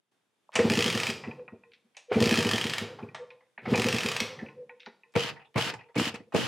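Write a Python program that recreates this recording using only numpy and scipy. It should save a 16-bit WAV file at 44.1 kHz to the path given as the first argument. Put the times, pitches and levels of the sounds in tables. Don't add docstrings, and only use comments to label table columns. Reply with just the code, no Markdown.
import sys
import numpy as np
from scipy import signal
from scipy.fft import rfft, irfft, next_fast_len
from scipy.io import wavfile
from scipy.ndimage import uniform_filter1d

SR = 44100
rng = np.random.default_rng(int(sys.argv[2]) if len(sys.argv) > 2 else 0)


def ratio(d):
    e = np.asarray(d, float) / 20
    return 10 ** e


def bounce(signal):
    frames = np.transpose(np.atleast_2d(signal))
    limited = np.clip(frames, -1, 1)
    pcm = np.round(limited * 32767).astype(np.int16)
    wavfile.write(sys.argv[1], SR, pcm)


N = 285621


def evened(x):
    return x / np.sqrt(np.mean(x ** 2) + 1e-20)


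def peaked(x):
    return x / abs(x).max()


def add(mix, s, sound):
    part = mix[round(s * SR):][:len(sound)]
    part += sound[:len(part)]


def read(points, hz):
    f, value = np.transpose(points)
    return np.interp(np.log(hz + 1), np.log(f + 1), value)


def colour(x, spectrum):
    hz = np.fft.rfftfreq(len(x), 1 / SR)
    return irfft(rfft(x) * ratio(read(spectrum, hz)), len(x))


def ring(x, modes, widen=0.81):
    out = np.zeros(len(x))
    for hz, width, db in modes:
        b, a = signal.iirpeak(hz, hz / (width * widen), SR)
        out += ratio(db) * signal.lfilter(b, a, x)
    return out


def shifted(modes, wander):
    by = 1 + wander * rng.uniform(-0.91, 1)
    return [(hz * by, width, db) for hz, width, db in modes]


def levels(tables):
    t, out = np.arange(N) / SR, np.zeros(N)
    for rows in tables:
        s, db = np.array(rows)[:, :2].T
        out += ratio(np.interp(t, s, db, -200, -200))
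    return out


def burst(t60, rise=0.00081, size=2000):
    t = np.arange(size) / SR
    shape = ratio(-60 * t / t60) * np.minimum(t / rise, 1)
    noise = rng.standard_normal(size) * shape
    return noise * np.linalg.norm(shape) / np.linalg.norm(noise) / 2


# start_s, peak_db, ping_hz
RETURN_1 = [(0.699, -14.5, 2420), (0.7187, -19.5, 2530), (0.7357, -18, 2870), (0.7537, -20, 2650),
            (0.7732, -17, 2580), (0.7901, -15.5, 3140), (0.806, -17, 2490), (0.824, -15, 2820),
            (0.842, -15.5, 2980), (0.861, -15, 3030), (0.879, -17.5, 3180), (0.9006, -17, 2510),
            (0.9263, -19.5, 2840), (0.95, -19, 2820), (0.9752, -17.5, 2580), (1.0001, -18, 2600),
            (1.0331, -18, 2290), (1.068, -18, 2420), (1.1008, -18.5, 2500)]
RETURN_2 = [(2.2038, -18, 2620), (2.2239, -14, 2470), (2.2399, -18.5, 2420), (2.2568, -16, 2630),
            (2.2727, -19.5, 2310), (2.292, -15.5, 3040), (2.3101, -14, 2500), (2.3262, -17.5, 2500),
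            (2.3407, -16, 2560), (2.3559, -16, 2580), (2.3735, -15, 2600), (2.3886, -15.5, 3150),
            (2.4064, -18, 2860), (2.4262, -17, 2600), (2.448, -20, 2500), (2.468, -19.5, 3040),
            (2.49, -17, 3140), (2.5121, -13.5, 3040), (2.5341, -16, 3140), (2.5586, -18, 3050),
            (2.581, -17.5, 2450), (2.6125, -18.5, 3070), (2.6405, -18.5, 2400), (2.6675, -20.5, 3160),
            (2.6963, -19, 2470), (2.7356, -18.5, 2870), (2.7817, -16, 2340)]
RETURN_3 = [(3.757, -18.5, 2440), (3.7764, -19, 2320), (3.7967, -17.5, 2640), (3.8188, -17, 2460),
            (3.8425, -17.5, 2500), (3.8654, -18, 2520), (3.8857, -15, 2750), (3.906, -24, 2480),
            (3.926, -17, 2680), (3.9448, -18.5, 2500), (3.9638, -20, 3330), (3.9841, -17, 2600),
            (4.0068, -20.5, 3000), (4.0334, -20, 2590), (4.0603, -18, 2450), (4.0862, -16.5, 2484),
            (4.116, -17.5, 3050), (4.1647, -16, 2620), (4.2026, -13, 2300)]
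# centre_hz, width_hz, level_db
PAWL = [(2600, 290, -4.5), (3170, 190, -2.5), (4920, 390, -9), (7050, 400, -12)]
# centre_hz, width_hz, level_db
CASES = [(920, 74, -5), (1220, 86, 3.5), (1810, 93, 1), (1890, 250, -5.5), (2500, 97, -3.5),
         (3040, 150, -6.5), (3650, 690, -20), (4850, 1600, -3), (6900, 170, -14), (8500, 600, -28)]
# freq_hz, density_db (dB per Hz)
CRACK = [(350, -23.5), (600, -3.5), (1210, -0.5), (1510, -4.5), (1700, 3), (3120, 2.5), (3530, 0),
         (8270, -11.5), (16000, -29)]


def ratchet(rows, gain_db, ping_db):
    hits, pawl = np.zeros(N), np.zeros(N)
    t, ping_s = np.arange(800) / SR, 0.0011
    for s, db, hz in rows:
        tooth = ratio(db + gain_db) * burst(0.025, rise=0.00053)
        modes = shifted(PAWL, .045)
        rebound = ratio(db + gain_db - 9.5) * burst(0.022)
        add(tooth, rng.uniform(.004, .008), rebound)
        add(hits, s, tooth)
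        add(pawl, s, ratio(6.0) * ring(ring(tooth, modes), modes))
        swell = t / ping_s * np.exp(1 - t / ping_s)
        add(pawl, s, ratio(db + ping_db) * swell * np.sin(2 * np.pi * hz * t))
    return ratio(2.0) * colour(hits, CRACK) + ratio(-2.0) * ring(hits, CASES) + pawl


# centre_hz, width_hz, level_db
PIPE_LOW = [(116, 40, -9), (166.6, 78, -10.5), (225.4, 47, 3), (288, 81, 3), (335, 70, -1.5)]
PIPE_UP = [(394.5, 44, 0), (462, 23, 2), (492.3, 24, 1.5), (657, 110, -5), (756, 44, -7)]


def puffs(rows, open_s, ragged, pace, lowest=PIPE_LOW):
    low, up, t = np.zeros(N), np.zeros(N), np.arange(4000) / SR
    push = (t / 0.00091) * np.exp(1 - t / 0.00082)
    wave = push - 1.9 * np.roll(push, round(0.00649 / pace * SR))
    for s, db, up_db in rows:
        gas = ragged * (t / open_s) * np.exp(1 - t / open_s) * rng.standard_normal(len(t))
        boom = ring(.5 * wave + gas, lowest, 0.77)
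        add(low, s, ratio(db + 1.5) * peaked(boom))
        bark = ring(.5 * push + 1.1 * gas, shifted(PIPE_UP, .035), 0.83)
        late_s = 0.01092 / pace * (up_db < 0)
        add(up, s + late_s, ratio(db + up_db + 3.5) * peaked(bark))
    return ring(low, [(207, 290, 0.0015)]) + ring(up, [(465, 210, 0.036)])


# start_s, one list a kick
TURNS = [
    [0.595, .643, .701, .771, 0.853, .946, 1.085, 1.274],
    [2.162, 2.205, 2.259, 2.314, 2.377, 2.449, 2.535, 2.645, 2.813, 3.025],
    [3.674, 3.719, 3.779, 3.85, 3.936, 4.046, 4.21, 4.421],
]
# start_s, peak_db, upper_modes_db
PUSHES = [
    (.554, -30.5, 1),
    (.589, -18.5, 6),
    (1.523, -37, -5),
    (2.114, -32, 14.5),
    (2.156, -14, -2),
    (3.668, -24, -5.5),
]


def halvings(turns):
    return np.log2(18. * np.diff(turns))


def crank_puffs():
    rows = list(PUSHES)
    for turns in TURNS:
        rows += [(s, -16 - 6.5 * h, -6.5) for s, h in zip(turns[1:], halvings(turns))]
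    return rows


# start_s, peak_db, upper_modes_db
SIGHS = [
    (1.843, -63, -7),
    (3.577, -54, 1),
    (4.866, -47.5, 4.5),
]


def sighs():
    return puffs(SIGHS, open_s=0.0084, ragged=1.0, pace=0.88, lowest=PIPE_LOW[2:3])


# start_s, end_s, level_db, pitch_hz
HOOTS = [(1.37, 1.44, -42, 492.3), (1.645, 1.713, -62, 462), (2.082, 2.143, -39.5, 493),
         (2.88, 2.947, -45.5, 496), (3.185, 3.252, -41.5, 500), (3.31, 3.37, -56, 506),
         (3.40, 3.429, -77, 483), (4.30, 4.348, -46.5, 508), (4.56, 4.652, -42.5, 502),
         (4.70, 4.749, -53, 490), (5.045, 5.114, -70.5, 470), (5.48, 5.523, -68.5, 462),
         (5.847, 5.889, -60.5, 460), (5.89, 5.906, -58, 475), (6.27, 6.291, -59.5, 483)]


def hoots(rows):
    out = np.zeros(N)
    for start, end, db, hz in rows:
        u = np.linspace(0, 1, round((end - start) * SR))
        shape = np.sin(.88 * np.pi * u) * np.minimum(12 * (1 - u), 1)
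        waver = evened(uniform_filter1d(rng.standard_normal(len(u)), 300))
        phase = 2 * np.pi * hz * np.cumsum(1 + 0.027 * waver) / SR
        add(out, start, ratio(db) * shape * np.sqrt(2) * np.sin(phase))
    return out


# touch_s, meshed_s, easing_s, free_s, whirr_db
KICKS = [
    (0.52, 0.563, 1.1, 0.93, -36),
    (2.097, 2.129, 2.6, 2.8, -36.5),
    (3.63, 3.708, 4.06, 4.23, -36.5),
]
# after_free_s, fall_db
COAST = [(.1, -13), (.2, -27), (.35, -55)]


def gear_whirr():
    curves = []
    for (touch, meshed, easing, free, db), swing in zip(KICKS, (RETURN_1, RETURN_2, RETURN_3)):
        back, driven_db = swing[0][0], db - 2
        curve = [(touch, db - 18.5), (meshed, driven_db), (back, driven_db), (back + 0.013, db)]
        curve += [(easing, db), (free, db - 2.5)]
        curves.append(curve + [(free + s, db + fall_db) for s, fall_db in COAST])
    return curves


def crank_rumble():
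    curves = []
    for turns, stop_db in zip(TURNS, (-30.5, -45, -39.5)):
        db, at = -31.5 - 10 * halvings(turns), np.array(turns[1:])
        swell = (at[0] - .1, db[0] - 29.5)
        dips = zip(at[:-1] + 0.8 * np.diff(at), db[1:] - 5)
        stop = (turns[-1] + 0.33, db[-1] + stop_db)
        curves.append(sorted([swell, *zip(at + .012, db), *dips, stop]))
    return curves


# freq_hz, density_db (dB per Hz)
WHIRR = [(290, -46), (500, -2), (595, -7), (1210, -6), (1530, -5), (1740, -5), (3110, -4.5), (3540, -8),
         (4870, -14), (8330, -21.5), (16000, -37)]
RUMBLE = [(18, -61.5), (30, -45.5), (79, -4.5), (140, 11), (233, -9.5), (284, -7), (389, -4), (461, 4.5),
          (555, -8), (596, -29), (900, -7.5), (1170, -28), (1980, -120)]


def turning(whirr_db, rumble_db, ticks_per_s, tick_db):
    ticks = (rng.random(N) < ticks_per_s / SR) * ratio(tick_db * np.minimum(rng.exponential(1, N), 4))
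    tick_fade = ratio(-60 * np.arange(900) / SR / 0.002)
    chatter = rng.standard_normal(N) * (1 + signal.oaconvolve(ticks, tick_fade)[:N])
    whirr = evened(evened(colour(chatter, WHIRR)) + 0.2 * evened(ring(chatter, CASES, 0.79)))
    effort = levels(whirr_db)
    brightness = (effort / effort.max()) ** 2.2
    dull = signal.filtfilt(*signal.butter(3, 5600, fs=SR), whirr)
    dark = signal.filtfilt(*signal.butter(3, 3300, fs=SR), whirr)
    dull = dark + brightness ** 0.3 * (dull - dark)
    whirr = dull + 1.34 * brightness * (whirr - dull)
    air = rng.standard_normal(N)
    rumble = evened(evened(colour(air, RUMBLE)) + 0.39 * evened(ring(air, PIPE_LOW + PIPE_UP, 0.91)))
    return ratio(-3.0) * whirr * effort + ratio(0.5) * rumble * levels(rumble_db)


# centre_hz, width_hz, level_db
LEVER = [(1770, 28, -3.5), (1990, 64, -4.5), (2496, 36, -1), (3170, 45, -13.5), (4040, 30, -9.5)]
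LEVER_BODY = [(770, 110, 4), (876, 98, -1), (1044, 390, -17), (640, 1000, 3)]


def knocks(rows):
    out, size = np.zeros(N), 6000
    fade = np.hanning(2 * size)[size:]
    bright = signal.butter(2, [3800, 9000], "band", fs=SR)
    soft = signal.butter(3, 4600, fs=SR)
    for s, db, hz, t60, bright_db, width, cases, dull_db in rows:
        strike = burst(max(t60, .004), rise=0.00098, size=size)
        tone = peaked(ring(ring(strike, [(hz, width, 0)]), [(hz, 2.0 * width, 0)]))
        tone += 0.13 * peaked(ring(ring(strike, LEVER), [(2400, 2200, 0)]))
        shake = burst(0.52 * t60, rise=0.0035, size=size)
        tone += cases * peaked(ring(ring(shake, CASES[1:8]), [(2600, 3000, 0)]))
        tone = signal.lfilter(*soft, signal.lfilter(*soft, tone))
        crack = burst(t60, rise=0.0012, size=size)
        crack = signal.lfilter(*bright, signal.lfilter(*bright, crack))
        tone += ratio(bright_db - 3) * peaked(crack)
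        dull = ring(burst(1.9 * t60, rise=0.00059, size=size), LEVER_BODY)
        dull = ring(ring(dull, [(920, 2000, 0)]), [(1000, 2500, 0)])
        add(out, s, ratio(db) * fade * (tone + ratio(dull_db - 0.5) * peaked(dull)))
    return out


def blows(rows, kind):
    t60, bright_db, width, cases = kind
    return [(s, db, hz, t60, bright_db + sum(extra_db), width, cases, dull_db)
            for s, db, hz, dull_db, *extra_db in rows]


# t60_s, crack_db, ring_width_hz, cases_gain
KNOCK = (0.1, -49, 380, 0.47)
CLACK = (0.08, -4, 798, 0.72)
# start_s, peak_db, ring_hz, dull_db
PADDED = [
    (1.2362, -37.5, 1960, -0.5),
    (1.237, -39, 2400, -28),
    (2.1175, -29.5, 2280, 6.5),
    (2.9867, -41, 1150, 4.5),
    (3.4057, -58.5, 2030, -5),
    (3.6547, -32, 2140, 3),
    (3.736, -20.5, 2400, -3.5),
    (4.3878, -35.5, 1875, -6),
]
# start_s, peak_db, ring_hz, dull_db, extra_bright_db
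CLACKS = [
    (.531, -65, 1500, 17, -20.5),
    (.538, -41, 2270, -11, 4),
    (.5536, -17.5, 2500, -5, 2.5),
    (.5898, -20, 2120, -8, -16),
    (1.946, -55, 2210, -9.5, -23),
    (1.9668, -42.5, 2600, -9.5, 3.5),
    (3.1452, -35.5, 1940, -0.5, -4.5),
    (5.1203, -72, 2020, -4.5, 14),
]


def lever_blows():
    return knocks(blows(PADDED, KNOCK) + blows(CLACKS, CLACK))


# start_s, peak_db, dull_db, ring_hz
CLINKS = [(1.3098, -34.5, -13, 2480), (1.393, -51.5, 5, 2450), (1.478, -38, -7, 2450),
          (1.6346, -47.5, -6.5, 2460), (2.1426, -31, 8.5, 2400), (3.027, -45.5, -10, 2450),
          (3.0866, -45.5, -20, 2400), (3.3027, -41.5, -16, 2453), (4.461, -41.5, -11.5, 2450),
          (4.4848, -40.5, -19, 2440), (4.693, -39.5, -7, 2500), (4.6935, -41.5, -20, 1960),
          (5.0333, -45, -30, 2430)]
# t60_s, crack_db, ring_width_hz, cases_gain
CLINK = (.02, -70., 240, 0.)


def spring_clinks():
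    taps = knocks(blows([(s, db, hz, dull_db) for s, db, dull_db, hz in CLINKS], CLINK))
    return signal.sosfilt(signal.butter(6, 3000, fs=SR, output="sos"), taps) + frame()


# centre_hz, width_hz, level_db
FRAME = [(905, 14, 6), (1040, 12, 3.5), (1460, 16, 1), (1790, 16, -4), (1910, 16, -0.5), (2040, 29, -6),
         (2365, 20, -6.5), (2500, 20, -5.5), (3900, 16, -15)]


def frame():
    out = np.zeros(N)
    for s, db, *_ in CLINKS:
        strike = burst(.02, rise=.003, size=8000)
        modes = [(hz, width, mode_db + 4 * rng.standard_normal())
                 for hz, width, mode_db in shifted(FRAME, .006)]
        lines = ring(ring(strike, modes, 1.2), [(hz, 5 * width, 0) for hz, width, _ in modes])
        add(out, s, ratio(db - 8) * peaked(lines))
    return out


# start_s, peak_db, centre_hz, scatter_t60_s, top_hz
RATTLES = [(.490, -42, 870, 0.033, 1280), (0.67, -58, 2900, 0.05, 1900), (.531, -54, 5030, .1, 12000),
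           (0.558, -21.5, 2600, 0.11, 8980), (1.275, -42, 2500, .03, 3000),
           (1.482, -45.5, 1110, 0.11, 2045), (1.718, -50, 2700, 0.053, 4700),
           (1.734, -47, 2600, 0.14, 4950), (1.968, -38.5, 2700, 0.16, 7400),
           (1.9685, -51.5, 686, 0.13, 1390), (3.147, -35.5, 3460, 0.16, 6500),
           (3.148, -40, 731.5, 0.12, 1620), (3.304, -46.5, 2320, 0.14, 4540),
           (3.406, -58.5, 935, 0.13, 1185), (3.5765, -33.5, 2130, 0.14, 2730),
           (3.578, -40, 736, 0.12, 1310), (3.583, -60, 3700, .3, 4300), (4.695, -48.5, 1956, 0.11, 3454),
           (4.797, -51, 2600, 0.038, 5370), (4.8024, -41, 2650, 0.18, 5100), (4.817, -49, 3000, 0.08, 4500),
           (4.83, -47, 2400, 0.083, 3970), (4.8565, -51, 2400, 0.026, 5900),
           (4.8607, -33.5, 1930, 0.12, 4920), (4.866, -39, 864, 0.094, 2160)]


def rattles():
    out, size = np.zeros(N), 6000
    for s, db, hz, t60, top_hz in RATTLES:
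        band = signal.butter(5, [.55 * hz, top_hz], "band", fs=SR, output="sos")
        clumps = ratio(8.9 * uniform_filter1d(rng.standard_normal(size), 40))
        grit = burst(max(t60, .01), rise=0.0033, size=size) * clumps
        shake = burst(0.013, size=size) + 0.25 * grit
        parts = ring(shake, [(hz, .4 * hz, 0), (3600, 700, -12), (5300, 1200, -13)])
        add(out, s, ratio(db) * peaked(signal.sosfilt(band, parts)))
    return out


# blow_s, let_go_s, rattle_db, thump_db, rumble_db
HURRIED = [
    (5.155, 5.302, -32.5, -21, -48),
    (5.559, 5.705, -31, -25.5, -45),
    (5.961, 6.093, -30.5, -24.5, -48.5),
    (6.142, 6.152, -36, -37.5, -66),
    (6.342, 6.47, -31, -28, -42),
]
# after_let_go_s, fall_db
RATTLE_TAIL = [(0.029, -19), (.09, -62), (.22, -65)]
RUMBLE_TAIL = [(.08, -12), (.22, -40)]


def hurried_levels():
    lead_s, lead_db, grip_s, thump_s, sag_db = 0.016, -17.5, 0.019, 0.049, -1.5
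    rattle, rumble = [], []
    for s, end, db, thump_db, low_db in HURRIED:
        held = [(s - lead_s, db + lead_db), (s, db + lead_db), (s + grip_s, db), (end, db + sag_db)]
        rattle.append(held + [(end + t, db + sag_db + fall_db) for t, fall_db in RATTLE_TAIL])
        thump = [(s - lead_s / 4, low_db), (s, thump_db), (min(s + thump_s, end), low_db), (end, low_db)]
        rumble.append(thump + [(end + t, low_db + fall_db) for t, fall_db in RUMBLE_TAIL])
    return rattle, rumble


def teeth_blur(rattle):
    low_hz, high_hz, rise_s, width_hz, sag_hz_per_s, fade_db_per_s = 2450, 3027, .06, 420, 2700, -29
    t = np.arange(N) / SR
    starts = [row[0] for row in HURRIED]
    since = t - np.array([0] + starts)[np.searchsorted(starts, t)]
    hz = low_hz + (high_hz - low_hz) * np.minimum(since / rise_s, 1)
    hz = hz - sag_hz_per_s * np.clip(since - rise_s, 0, .2)
    slow = signal.lfilter(*signal.butter(2, width_hz / 2, fs=SR), rng.standard_normal((2, N)))
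    turn = 2 * np.pi * np.cumsum(hz) / SR
    band = evened(slow[0] * np.cos(turn) + slow[1] * np.sin(turn))
    return band * levels(rattle) * ratio(-7.5 + fade_db_per_s * np.minimum(since, .3))


# start_s, peak_db
FAST_TEETH = [(5.195, -20), (5.2054, -17.5), (5.2249, -21), (5.235, -18.5), (5.6046, -22), (5.6106, -17.5),
              (5.6228, -16), (5.6442, -23), (6.055, -19), (6.077, -21), (6.3637, -20), (6.4547, -27)]


def stray_teeth():
    return ratchet([(s, db, 3027) for s, db in FAST_TEETH], -3.5, -9.5)


def jingle():
    level_db, last_s, ticks_per_s = -60, 0.16, 30
    ticks = (rng.random(N) < ticks_per_s / SR) * rng.standard_normal(N)
    after = [[(end, level_db), (end + last_s / 2, level_db), (end + last_s, level_db - 30)]
             for _, end, *_ in HURRIED[:3]]
    metal = ring(ticks, LEVER[:3] + [(920, 33, 3.8)], 0.91)
    tinkle = evened(ring(metal, [(1700, 5500, 0)]))
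    return signal.lfilter(*signal.butter(4, 3600, fs=SR), tinkle) * levels(after)


# start_s, peak_db, upper_modes_db
FAST_PUFFS = [(5.158, -18.5, 2.5), (5.164, -32, 17.5), (5.216, -31.5, -22), (5.243, -28.5, -23),
              (5.554, -32.5, 13), (5.571, -24, -6), (5.591, -28, -17.5), (5.611, -25.5, -22),
              (5.663, -25, -20.5), (5.734, -38, -1), (5.963, -14, -6), (5.98, -12, -5.5),
              (5.995, -11.5, -21), (6.012, -12.5, -13), (6.024, -15.5, -30), (6.068, -18.5, -14.5),
              (6.139, -26.5, -11), (6.202, -33, -6), (6.346, -13.5, 5), (6.351, -31.5, 10.5),
              (6.357, -13.5, -1), (6.386, -17.5, -27), (6.407, -26, -2), (6.439, -28.5, -19)]
# start_s, end_s, level_db, pitch_hz
HUMS = [
    (5.355, 5.40, -59, 920),
    (5.45, 5.50, -72, 927),
    (5.735, 5.756, -40.5, 900),
    (5.85, 5.885, -67, 904),
    (5.885, 5.93, -69, 923),
]
# start_s, peak_db, ring_hz, dull_db
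FAST_PADDED = [(5.1532, -26, 2340, -6), (5.3576, -54, 2380, 6.5), (5.364, -47, 1850, -10),
               (5.3936, -52, 1610, 0), (5.397, -52, 2600, -10), (5.414, -51.5, 2520, -2),
               (5.415, -55, 1870, -10), (5.4455, -54.5, 2600, -2), (5.454, -59, 3450, -20),
               (5.5579, -28.5, 2260, 5), (5.791, -49, 2600, 4), (5.8082, -47.5, 1950, -8),
               (5.809, -52, 2500, -6), (5.834, -56, 2450, -16), (5.858, -63, 2500, -2),
               (5.8865, -58, 1910, 0), (5.9633, -28, 2260, -17), (6.198, -53, 1990, -13),
               (6.234, -65, 2450, -14)]
# start_s, peak_db, ring_hz, dull_db
FAST_CLACKS = [
    (5.1607, -33, 2600, 9),
    (5.5783, -32, 2740, 6.5),
    (5.7369, -34, 1900, -5),
    (5.954, -36.5, 2600, 5.5),
    (5.996, -26.5, 2600, -25),
    (6.1419, -37.5, 2320, -1),
    (6.3215, -53.5, 1650, 15.5),
    (6.3456, -28, 2520, 5),
]


def hurried():
    rattle, rumble = hurried_levels()
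    pipe = 0.54 * puffs(FAST_PUFFS, open_s=0.0027, ragged=.6, pace=4.) + hoots(HUMS)
    hits = knocks(blows(FAST_PADDED, KNOCK) + blows(FAST_CLACKS, CLACK))
    gears = turning(rattle, rumble, 220.0, 0.89) + teeth_blur(rattle) + stray_teeth()
    return garage(pipe + hits + gears + jingle(), pace=1.64, wet_db=-13.5)


# start_s, peak_db
SPIKES = [
    (5.1636, -5.5),
    (5.5805, -6),
    (5.998, -6),
    (6.3306, -33),
]


def spikes():
    out, u = np.zeros(N), np.arange(60) / 4.4
    for s, db in SPIKES:
        add(out, s, ratio(db + 8.5) * u * (1 - 0.27 * u) * np.exp(-u))
    return uniform_filter1d(out, size=4)


# start_s, side_db
BASS_WIDTH = [
    (5.099, 7.5),
    (5.954, 2),
    (5.97, -57),
    (6.11, -32),
    (6.13, -4.5),
    (6.48, 14.5),
]
# freq_hz, side_minus_mid_db
SPREAD = [(60, -15), (110, -10.5), (200, -4.5), (380, -11.5), (700, -10), (1290, -6), (2380, -3),
          (4400, -1.5), (8120, 1), (15000, 0)]


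def hurried_side():
    turned = signal.hilbert(hurried(), next_fast_len(N)).imag[:N]
    x = colour(turned, SPREAD)
    bass = signal.filtfilt(*signal.butter(3, 950, fs=SR), x)
    s, db = np.transpose(BASS_WIDTH)
    return x - bass + bass * ratio(np.interp(np.arange(N) / SR, s, db))


# freq_hz, t60_s
GARAGE = [(100, 0.48), (500, 0.53), (2000, 0.3), (5000, 0.39), (8000, 0.3), (14000, 0.24)]


def garage(x, pace, wet_db):
    taps = np.zeros(SR)
    at = np.arange(200, SR - 20, 20) + rng.integers(0, 20, (SR - 201) // 20)
    taps[at] = rng.choice([-1., 1.], len(at))
    hz, t, z = signal.stft(taps, SR, nperseg=256)
    decay = ratio(-60 * pace * t / read(GARAGE, hz)[:, None])
    tail = signal.istft(z * decay, SR, nperseg=256)[1]
    return x + ratio(wet_db) * signal.fftconvolve(x, tail / np.linalg.norm(tail))[:N]


# freq_hz, density_db (dB per Hz)
AIR = [(24, -62), (40, -31.5), (113, -5), (153, -2), (329, -1), (2920, -10), (3650, -8), (3930, -14.5),
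       (10600, -18.5), (15000, -35)]


def still_air():
    fade_db = np.interp(np.arange(N) / SR, [0, .112, .118, .3, .45], [-4.5, -5.5, 5.0, 0.0, 3.5])
    return ratio(-82) * ratio(fade_db) * evened(colour(rng.standard_normal(N), AIR))


def scene():
    clinks, loose = spring_clinks(), rattles()
    clink_dry, rattle_dry = .55, .45
    teeth = ratchet(RETURN_1 + RETURN_2 + RETURN_3, 2.5, -8)
    hits = (1 - clink_dry) * clinks + lever_blows() + (1 - rattle_dry) * loose
    metal = teeth + hits + turning(gear_whirr(), crank_rumble(), 400., 1.0)
    pipe = puffs(crank_puffs(), open_s=0.0076, ragged=0.33, pace=0.97) + sighs() + hoots(HOOTS)
    mid = garage(metal + .4 * pipe, pace=0.83, wet_db=-5.0) + .65 * pipe
    mid += clink_dry * clinks + 1.32 * rattle_dry * loose
    mid += hurried() + spikes() + still_air()
    side = ratio(-4.0) * hurried_side() + ratio(-4.5) * still_air()
    return np.array([mid + side, mid - side])


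def roll_off(x):
    return signal.sosfilt(signal.butter(12, 16670, fs=SR, output="sos"), x)


def record(dry):
    bass_cut = signal.butter(6, 76, "high", fs=SR, output="sos")
    top_cut = signal.firwin(255, 16100, fs=SR)
    heard = signal.oaconvolve(signal.sosfilt(bass_cut, dry), top_cut[None], "same")
    return roll_off(heard)


dry = scene()
out = record(dry)
bounce(out)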